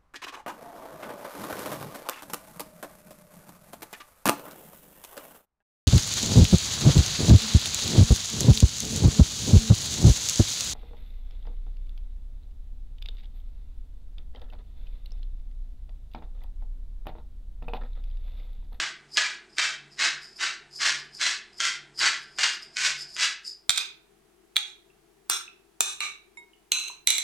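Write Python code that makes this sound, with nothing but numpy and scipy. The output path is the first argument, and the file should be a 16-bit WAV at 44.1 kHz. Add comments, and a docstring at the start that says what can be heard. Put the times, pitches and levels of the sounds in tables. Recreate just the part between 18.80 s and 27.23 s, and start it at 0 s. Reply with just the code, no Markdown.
"""A hand salt mill grinds in twelve twists, in mono: bursts of grit and cracks ring the modes of its barrel.
Faint room noise and hum run throughout; between twists the idle burr chafes in a narrow ring.
A second scene follows in stereo: a steel spoon taps and scrapes yoghurt out of a hand-held glass dish (damped
modes), with one low thud, touches cushioned by yoghurt (short sines) and a clink of the spoon (clean partials).
A hard kitchen answers the mill, dish and spoon with a short noise tail."""
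import sys
import numpy as np
from scipy import signal
from scipy.fft import rfft, irfft, next_fast_len
from scipy.io import wavfile
from scipy.ndimage import map_coordinates

SR = 44100
rng = np.random.default_rng(int(sys.argv[2]) if len(sys.argv) > 2 else 0)


def output_pcm(signal):
    """Save a mono or channel-first signal as 16-bit PCM at the path in sys.argv[1].

    Samples are clipped to [-1, 1] before scaling.
    """
    pcm = np.clip(np.atleast_2d(signal).T, -1, 1) * 32767
    wavfile.write(sys.argv[1], SR, np.round(pcm).astype(np.int16))


N = 371763
GESTURE_N = round(.6 * SR)  # samples for one gesture with its tail
TILT_PIVOT_HZ = 2980  # where the brightness tilt is 0 dB


def amp(db):
    """Decibels to gain."""
    return 10 ** (np.asarray(db) / 20)


def unit(x):
    """Scaled to rms 1."""
    return x / np.sqrt(np.mean(x ** 2) + 1e-20)


def along(points, hz):
    """(Hz, value) points interpolated on a log frequency axis."""
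    point_hz, value = np.transpose(points)
    return np.interp(np.log(hz + 1), np.log(point_hz + 1), value)


def filtered(x, response):
    """x times a complex response of frequency."""
    m = next_fast_len(x.shape[-1] + SR // 4)
    spectrum = rfft(x, m) * response(np.fft.rfftfreq(m, 1 / SR))
    return irfft(spectrum, m)[..., :x.shape[-1]]


def causal(points):
    """Minimum-phase response with the level of the (Hz, dB) points, by folding the cepstrum."""
    def response(hz):
        size = 2 * len(hz) - 2
        cepstrum = irfft(along(points, hz) * np.log(10) / 20)
        cepstrum[1:len(hz) - 1] *= 2
        cepstrum[len(hz):] = 0
        return np.exp(rfft(cepstrum[:size], size))
    return response


def modes(rows, hz):
    """One causal resonance, squared to steepen it, for each (Hz, width Hz before squaring, dB) row."""
    center, width, db = np.transpose(rows)[:, :, None]
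    resonance = 1j * hz * width / (center * center - hz * hz + 1j * hz * width)
    return amp(db) * resonance ** 2


def grit(count, rate, spread_db, hiss):
    """Random clicks of uneven size (rate per s) on a share of hiss."""
    size = amp(spread_db * np.minimum(rng.exponential(size=count), 3.5))
    grains = (rng.random(count) < rate / SR) * rng.standard_normal(count) * size
    return unit(unit(grains) + hiss * rng.standard_normal(count))


def lumps(count, rate, depth_db):
    """Gain that wanders at random, rate changes a second."""
    knots = rng.standard_normal(count // 100)
    return amp(depth_db * map_coordinates(knots, [np.arange(count) * rate / SR], order=1))


def gesture_db(rows, t, release_s):
    """Level at times t from (s, dB) rows; it dies 60 dB in release_s after them, in 37 ms backwards."""
    s, level_db = np.transpose(rows)
    outside = np.maximum(t - s[-1], 0) / release_s + np.maximum(s[0] - t, 0) / .037
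    return np.interp(t, s, level_db) - 60 * outside


def add(out, x, s):
    """Mix x into out from second s."""
    part = out[:, round(s * SR):][:, :x.shape[1]]
    part += x[:, :part.shape[1]]


def impulses(rows, s0, s1, count):
    """Unit impulses scaled by dB for the rows that fall between s0 and s1."""
    x = np.zeros(count)
    for s, db in rows:
        if s0 <= s < s1:
            x[round((s - s0) * SR)] = amp(db)
    return x


# Decay of the kitchen. Each row: frequency in Hz, t60 in s.
KITCHEN_T60 = [(300, 0.13), (1500, 0.42), (4000, 0.35), (8000, 0.21), (15000, 0.13)]


def kitchen(x, wet_db, channels):
    """The sound plus a fresh noise tail in which each frequency dies at its own speed."""
    hz, t, z = signal.stft(rng.standard_normal((channels, SR // 2)), SR, nperseg=256)
    decay = amp(-60 * t / along(KITCHEN_T60, hz)[:, None])
    tail = signal.istft(z * decay, SR, nperseg=256)[1]
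    tail = np.pad(tail / np.linalg.norm(tail[0]), ((0, 0), (round(.004 * SR), 0)))  # 4 ms predelay
    return x + amp(wet_db) * signal.fftconvolve(x, tail, axes=1)[:, :x.shape[1]]


# Twists of the mill. Each row: burr bites in s, rise in s, grinding at the bite in relative dB,
# wrist eases off in s, grinding there in relative dB, brightness in dB per octave.
MILL_TWISTS = [(0.0, .01, -16, 0.0033, -24, -1), (0.377, 0.019, -18, 0.44, -26.5, -1),
               (0.788, .016, -22.5, 0.85, -23.5, -0.5), (1.2, 0.022, -22, 1.254, -19, -0.5),
               (1.612, 0.023, -23.5, 1.643, -22.5, -0.5), (2.015, .024, -23, 2.081, -19, 0.5),
               (2.415, 0.024, -23.5, 2.473, -21, 1), (2.809, .016, -26, 2.858, -22, 1.5),
               (3.214, .028, -21, 3.276, -18.5, -0.5), (3.592, .012, -25.5, 3.65, -19.5, 0.5),
               (3.972, .012, -28.5, 4.06, -20, 2), (4.374, .012, -34, 4.426, -17, 1.5)]
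# Crystals that split. Each row: time in s, level in relative dB.
CRYSTAL_CRACKS = [(0.3718, -2.5), (0.4233, -12), (0.7837, -3.5), (1.1923, -15.5), (1.5908, -35.5),
                  (2.8037, -10.5), (2.853, -11), (3.2061, -16), (3.5864, -11), (3.969, -12.5), (4.366, -21),
                  (4.4084, -19)]
# Colour of the crushing before the brightness tilt. Each row: frequency in Hz, gain in dB.
CRUSH_COLOUR = [(200, -37.5), (340, -21), (500, -26.5), (620, -23.5), (1100, -10), (1600, -1), (2700, -4),
                (4000, -5.5), (5000, -5), (7000, -9.5), (9000, -17), (16000, -25.5)]
# Fixed modes of the mill barrel, rung by every twist. Each row: frequency in Hz, width in Hz before squaring,
# gain in dB.
FIXED_BARREL_MODES = [(326.6, 26, 5), (622, 74, 6), (1554, 200, -10), (2048, 280, -8.5)]
TOUCH_DB, EASE_S, EASED_DB = -44, .11, -41  # relative level as a twist begins; time to slacken, level then


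def mill():
    """Crystals shatter between burr and ring; each new grip leaves other modes of the barrel free."""
    out = np.zeros((1, N))
    for bite, rise, bite_db, ease, ease_db, bright_db in MILL_TWISTS:
        rows = [(bite - rise, TOUCH_DB), (bite, bite_db), (ease, ease_db), (ease + EASE_S, EASED_DB)]
        s0 = max(rows[0][0] - .01, 0)
        level_db = gesture_db(rows, s0 + np.arange(GESTURE_N) / SR, release_s=.12)
        crush = grit(GESTURE_N, rate=4000, spread_db=1.5, hiss=.66) * lumps(GESTURE_N, rate=90, depth_db=1.5)
        # a crystal breaks in several steps
        shatter = amp(-60 * np.arange(150) / SR / .004) * rng.choice([-1, 1], size=150)
        split = np.convolve(impulses(CRYSTAL_CRACKS, s0, s0 + .3, GESTURE_N), shatter)[:GESTURE_N]
        free_hz = 600 * np.exp(2.1 * rng.random(24))
        free_modes = np.transpose([free_hz, .05 * free_hz, np.full(24, -4)])
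        colour = [(hz, db + bright_db * np.log2(hz / TILT_PIVOT_HZ)) for hz, db in CRUSH_COLOUR]

        def barrel(hz):
            ringing = modes(free_modes, hz).sum(0) + modes(FIXED_BARREL_MODES, hz).sum(0)
            return causal(colour)(hz) * (1 + ringing)

        crushed, cracked = filtered(np.array([crush, split]), barrel)
        close = (amp(level_db - 2) * crushed + amp(-1.5) * cracked) / np.std(crushed)
        add(out, kitchen(close[None], wet_db=-6.5, channels=1), s0)
    return out


# Treble loss of the first scene's microphone. Each row: frequency in Hz, gain in dB.
MONO_MIC_LOSS = [(8000, -0.5), (12000, -19.5), (15400, -31), (16200, -67)]
# Colour of the room noise. Each row: frequency in Hz, relative level in dB per Hz.
AIR_COLOUR = [(25, -10), (63, -15), (125, -13.5), (220, -3.5), (270, -12.5), (330, -0.5), (410, -1.5),
              (550, -21.5), (660, -7.5), (1000, -13.5), (2500, -18), (5000, -22.5), (10000, -22.5),
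              (15500, -29.5), (16700, -36.5)]
# Stereo width of the room noise. Each row: frequency in Hz, left-right likeness 0-1.
AIR_LIKENESS = [(60, 0.91), (240, 0.31), (950, 0.35), (3770, 0.22), (15000, 0.12)]
# Stereo balance of the room noise. Each row: frequency in Hz, left minus right in dB.
AIR_LEAN = [(250, 0), (380, 18), (600, 1.5), (2400, -1)]
# Hum. Each row: frequency in Hz, rms before beating in dB in the first scene, in the second, beat depth 0-1.
HUM_TONES = [(47.5, -74, -76, .05), (143.6, -69.5, -85, .95)]
DISSOLVE_S = 4.24, 4.9  # the room fades from the first scene to the second
MONO_AIR_DB, STEREO_AIR_DB = -60.5, -62.5
BEAT_START_S, BEAT_PERIOD_S = .14, 1.017  # two machines beat


def room_tone():
    """Room noise and hum: one microphone in the first scene, two partly alike capsules in the second."""
    t = np.arange(N) / SR
    wide_share = np.interp(t, DISSOLVE_S, [0, 1])

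    def mono_colour(hz):
        return amp(along(AIR_COLOUR, hz) + along(MONO_MIC_LOSS, hz))

    def stereo_colour(hz):
        return amp(along(AIR_COLOUR, hz) + np.outer([.5, -.5], along(AIR_LEAN, hz)))

    def angle(hz):
        return np.arccos(np.clip(along(AIR_LIKENESS, hz), -1, 1)) / 2

    mono = unit(filtered(rng.standard_normal(N), mono_colour))
    a, b = rng.standard_normal((2, N))
    shared = filtered(a, lambda hz: stereo_colour(hz) * np.cos(angle(hz)))
    opposed = filtered(b, lambda hz: stereo_colour(hz) * np.sin(angle(hz)) * [[1], [-1]])
    out = amp(MONO_AIR_DB) * (1 - wide_share) * mono
    out = out + amp(STEREO_AIR_DB) * wide_share * unit(shared + opposed)
    for hz, first_db, second_db, depth in HUM_TONES:
        swell = 1 + depth * np.cos(2 * np.pi * (t - BEAT_START_S) / BEAT_PERIOD_S)
        # the motors run unevenly
        flutter = 1 + .4 * depth * map_coordinates(rng.standard_normal(300), [t * 25])
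        level = np.sqrt(2) * amp(first_db + wide_share * (second_db - first_db))
        out += level * swell * flutter * np.sin(2 * np.pi * hz * t)
    return out


# Slips of the idle burr while the hand turns back. Each row: firmest in s, relative dB, swell in s.
BURR_SLIPS = [(0.354, -43, 0.063), (0.77, -48.5, 0.076), (1.124, -49, .03), (1.178, -56.5, 0.034),
              (1.45, -51.5, 0.1), (1.584, -49.5, 0.14), (1.935, -49, 0.025), (1.99, -37.5, 0.077),
              (2.2, -44, 0.043), (2.372, -44.5, .06), (2.788, -49, 0.068), (3.19, -36.5, 0.044),
              (3.42, -46.5, 0.056), (3.574, -49, 0.094), (3.75, -40.5, 0.043), (3.83, -42, 0.025),
              (3.954, -56.5, 0.091), (4.218, -44, 0.15), (4.301, -44, .015), (4.348, -44, 0.032),
              (4.677, -37.5, 0.047), (4.722, -46.5, 0.026)]
# Ring of the burr. Each row: frequency in Hz, width in Hz before squaring, gain in dB.
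BURR_MODES = [(4900, 420, -5.5), (5043, 320, -2), (7440, 1400, -19), (8950, 3000, -18), (11540, 380, -10)]
SWELL_DB, SLIP_RELEASE_S = 22, .12  # a slip grows this much, then dies 60 dB


def chafe():
    """Uneven slips excite the narrow ring of the burr."""
    t = np.arange(N) / SR
    level = np.zeros(N)
    for s, db, swell in BURR_SLIPS:
        level += amp(gesture_db([(s - swell, db - SWELL_DB), (s, db)], t, SLIP_RELEASE_S))
    slips = grit(N, rate=2800, spread_db=2, hiss=.5) * lumps(N, rate=60, depth_db=4.5)
    ring = filtered(slips, lambda hz: modes(BURR_MODES, hz).sum(0))
    return kitchen((amp(4.5) * level * unit(ring))[None], wet_db=-4.5, channels=1)


# Spoon strokes. Each row: lands in s, drag in relative dB, edge lifts in s, drag there in relative dB,
# brightness in dB per octave, bass in dB, width in Hz (before squaring) of the modes that grip and yoghurt
# leave free, list of those modes (Hz, dB before tilt).
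SPOON_STROKES = [(4.8942, -45, 5.01, -30.5, -2, -0.5, 150, [(2450, 2), (3660, 5.5), (4900, 0.5),
                 (7470, 3)]), (5.7587, -37, 5.89, -49, -2, -4.5, 68.4, [(845, -2), (2450, 0.5), (3370, 9),
                 (6610, 4)]), (6.4977, -24.5, 6.56, -32, 3, 4.5, 149.6, [(1350, -6), (3500, 1.5), (5500, 0),
                 (8700, 0)]), (7.0063, -32.5, 7.11, -34.5, 3, 4, 80, [(1200, -7), (2500, 6), (3600, 3.5),
                 (7290, 2)]), (7.205, -30.5, 7.259, -32, -2, -1, 128, [(1215, -1.5), (2300, 6.5),
                 (2700, 3.5), (3900, 1)]), (7.9192, -25.5, 8.11, -44, 2, 0, 200.8, [(2650, 7.5), (4060, 10),
                 (6190, 6.5), (8050, -1.5)]), (8.2717, -23.5, 8.42, -33.5, 2, -2.5, 258.7, [(2250, 0),
                 (3950, 1), (6230, 2.5), (7600, 0)])]
# Spoon contacts on the dish. Each row: time in s, level in relative dB.
SPOON_TAPS = [(4.8943, 1), (4.9044, -6.5), (4.9114, -21.5), (4.961, -17), (4.9756, -8), (4.9795, -7.5),
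              (5.7595, -19), (5.7658, -4.5), (5.7704, -20.5), (6.4981, -5.5), (7.0065, -3.5), (7.205, -13),
              (7.9189, -2.5), (7.9992, -21), (8.0825, -22), (8.2726, -4.5), (8.3035, -8), (8.3818, -13.5)]
# Damped modes of the dish. Each row: frequency in Hz, width in Hz before squaring, gain in dB before tilt.
DISH_MODES = [(370, 74, -17.5), (950, 290, -14), (1266, 360, -10), (1470, 350, -10), (2400, 300, -2.5),
              (2770, 220, -3), (3590, 380, -2.5), (3826, 494, -0.5), (5470, 200, -10.5), (5870, 150, -11),
              (6280, 950, -4.5), (7560, 330, -2.5), (8400, 780, -7), (9600, 890, -9.5), (10300, 1700, -14),
              (12000, 710, -16.5), (14000, 7300, -20)]
# The dragged edge is duller than a tap. Each row: frequency in Hz, gain in dB.
EDGE_COLOUR = [(6000, 0.5), (16000, -12)]
SETTLE_S, LIFT_S, LIFT_DB = .0093, .1, -23.5  # landing to drag; fade time and level change after the lift
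BASS_TOP_HZ = 1800


def dish():
    """Taps and the dragged edge ring the dish; each mode reaches the two capsules with its own phase."""
    out = np.zeros((2, N))
    ends = [row[0] for row in SPOON_STROKES[1:]] + [N / SR]
    for stroke, end in zip(SPOON_STROKES, ends):
        s, drag_db, lift, lift_db, bright_db, bass_db, free_width, free = stroke
        rows = [(s + SETTLE_S, drag_db), (lift, lift_db), (lift + LIFT_S, lift_db + LIFT_DB)]
        ringing = np.array(DISH_MODES + [(hz, free_width, db) for hz, db in free])
        mode_hz = ringing[:, 0]
        tilt_db = bright_db * np.log2(mode_hz / TILT_PIVOT_HZ)
        ringing[:, 2] += np.where(mode_hz < BASS_TOP_HZ, bass_db, tilt_db)
        spread_rad = .5 + mode_hz / 9000  # short waves differ more between the capsules
        turn = np.exp(1j * spread_rad * rng.standard_normal((2, len(ringing))))
        s0 = s - .005
        drag = filtered(grit(GESTURE_N, rate=4000, spread_db=2, hiss=.75), causal(EDGE_COLOUR))
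        # the spoon chatters as it lands
        chatter = np.r_[1, .3 * amp(-60 * np.arange(300) / SR / .012) * rng.standard_normal(300)]
        taps = np.convolve(impulses(SPOON_TAPS, s0, end - .005, GESTURE_N), chatter)[:GESTURE_N]
        dragged = filtered(drag, lambda hz: turn @ modes(ringing, hz))
        # the landing spoon damps the glass: wider modes
        tapped = filtered(taps, lambda hz: turn @ modes(ringing * [1, 2.2, 1], hz))
        level_db = gesture_db(rows, s0 + np.arange(GESTURE_N) / SR, release_s=.073)
        close = (amp(level_db) * dragged + amp(2) * tapped) / np.std(dragged)
        add(out, kitchen(close, wet_db=-8, channels=2), s0)
    return out * amp([[-1.5], [1.5]])


THUD_S, THUD_DB = 4.8945, -29  # peak level before the stereo lean


def thud():
    """The hardest tap jolts the hand: one low push without ring, peaking after 0.6 ms."""
    u = np.clip(np.arange(N) / SR - THUD_S, 0, .1) / .0006
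    return amp(THUD_DB + np.array([[-2.2], [2.2]])) * u * np.exp(1 - u)


# Touches cushioned by yoghurt. Each row: time in s, relative level in dB, frequency in Hz.
YOGHURT_DABS = [(6.102, -52.5, 2690), (6.679, -33, 2600), (7.734, -47, 2930), (8.1, -33.5, 1000)]


def dabs():
    """Each cushioned touch is a sine that dies 60 dB in 23 ms, 0.8 rad apart between the capsules."""
    out, t = np.zeros((2, N)), np.arange(GESTURE_N) / SR
    for s, db, hz in YOGHURT_DABS:
        envelope = amp(db - 60 * t / .023) * (1 - np.exp(-t / .00039))
        dab = envelope * np.sin(2 * np.pi * hz * t + [[0], [.8]])
        add(out, kitchen(dab, wet_db=-5, channels=2), s)
    return out * amp([[-1.5], [1.5]])


# The free spoon touches the rim. Each row: time in s, level in relative dB.
RIM_CLINKS = [(7.572, -33)]
# Partials of the spoon. Each row: frequency in Hz, relative level in dB, t60 in s.
SPOON_PARTIALS = [(953, -10, 0.38), (2175, 5, 0.3), (3770, -11, 0.22), (5330, -17, 0.06), (7210, -7, 0.13),
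                  (9238, -15, .1)]
GRIP_S = .12  # fingers stop the ring


def clink():
    """The undamped spoon rings in clean partials until the fingers stop it."""
    out, t = np.zeros((2, N)), np.arange(SR // 2) / SR
    ring = np.zeros((2, len(t)))
    for hz, db, t60 in SPOON_PARTIALS:
        phase = rng.normal(0, .84, (2, 1))
        ring += amp(db - 60 * t / t60) * np.sin(2 * np.pi * hz * t + phase)
    onset = 1 - np.exp(-t / .00028)
    grip = amp(-60 * np.maximum(t - GRIP_S, 0) / .039)
    for s, db in RIM_CLINKS:
        add(out, kitchen(amp(db - 11.5) * ring * onset * grip, wet_db=-10.5, channels=2), s)
    return out * amp([[-3.5], [3.5]])


def scene():
    """Mill through its duller microphone, then dish and spoon in stereo, over the room."""
    first = filtered(mill() + chafe(), causal(MONO_MIC_LOSS))
    second = dish() + thud() + dabs() + clink()
    return first + second + room_tone()


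TOP_HZ = 16700


def record(dry):
    """A soft limit keeps the highest peaks below full scale; nothing passes above the band limit."""
    limited = dry / (1 + np.abs(dry / .85) ** 6) ** (1 / 6)
    return filtered(limited, lambda hz: hz < TOP_HZ)


dry = scene()
out = record(dry)
output_pcm(out)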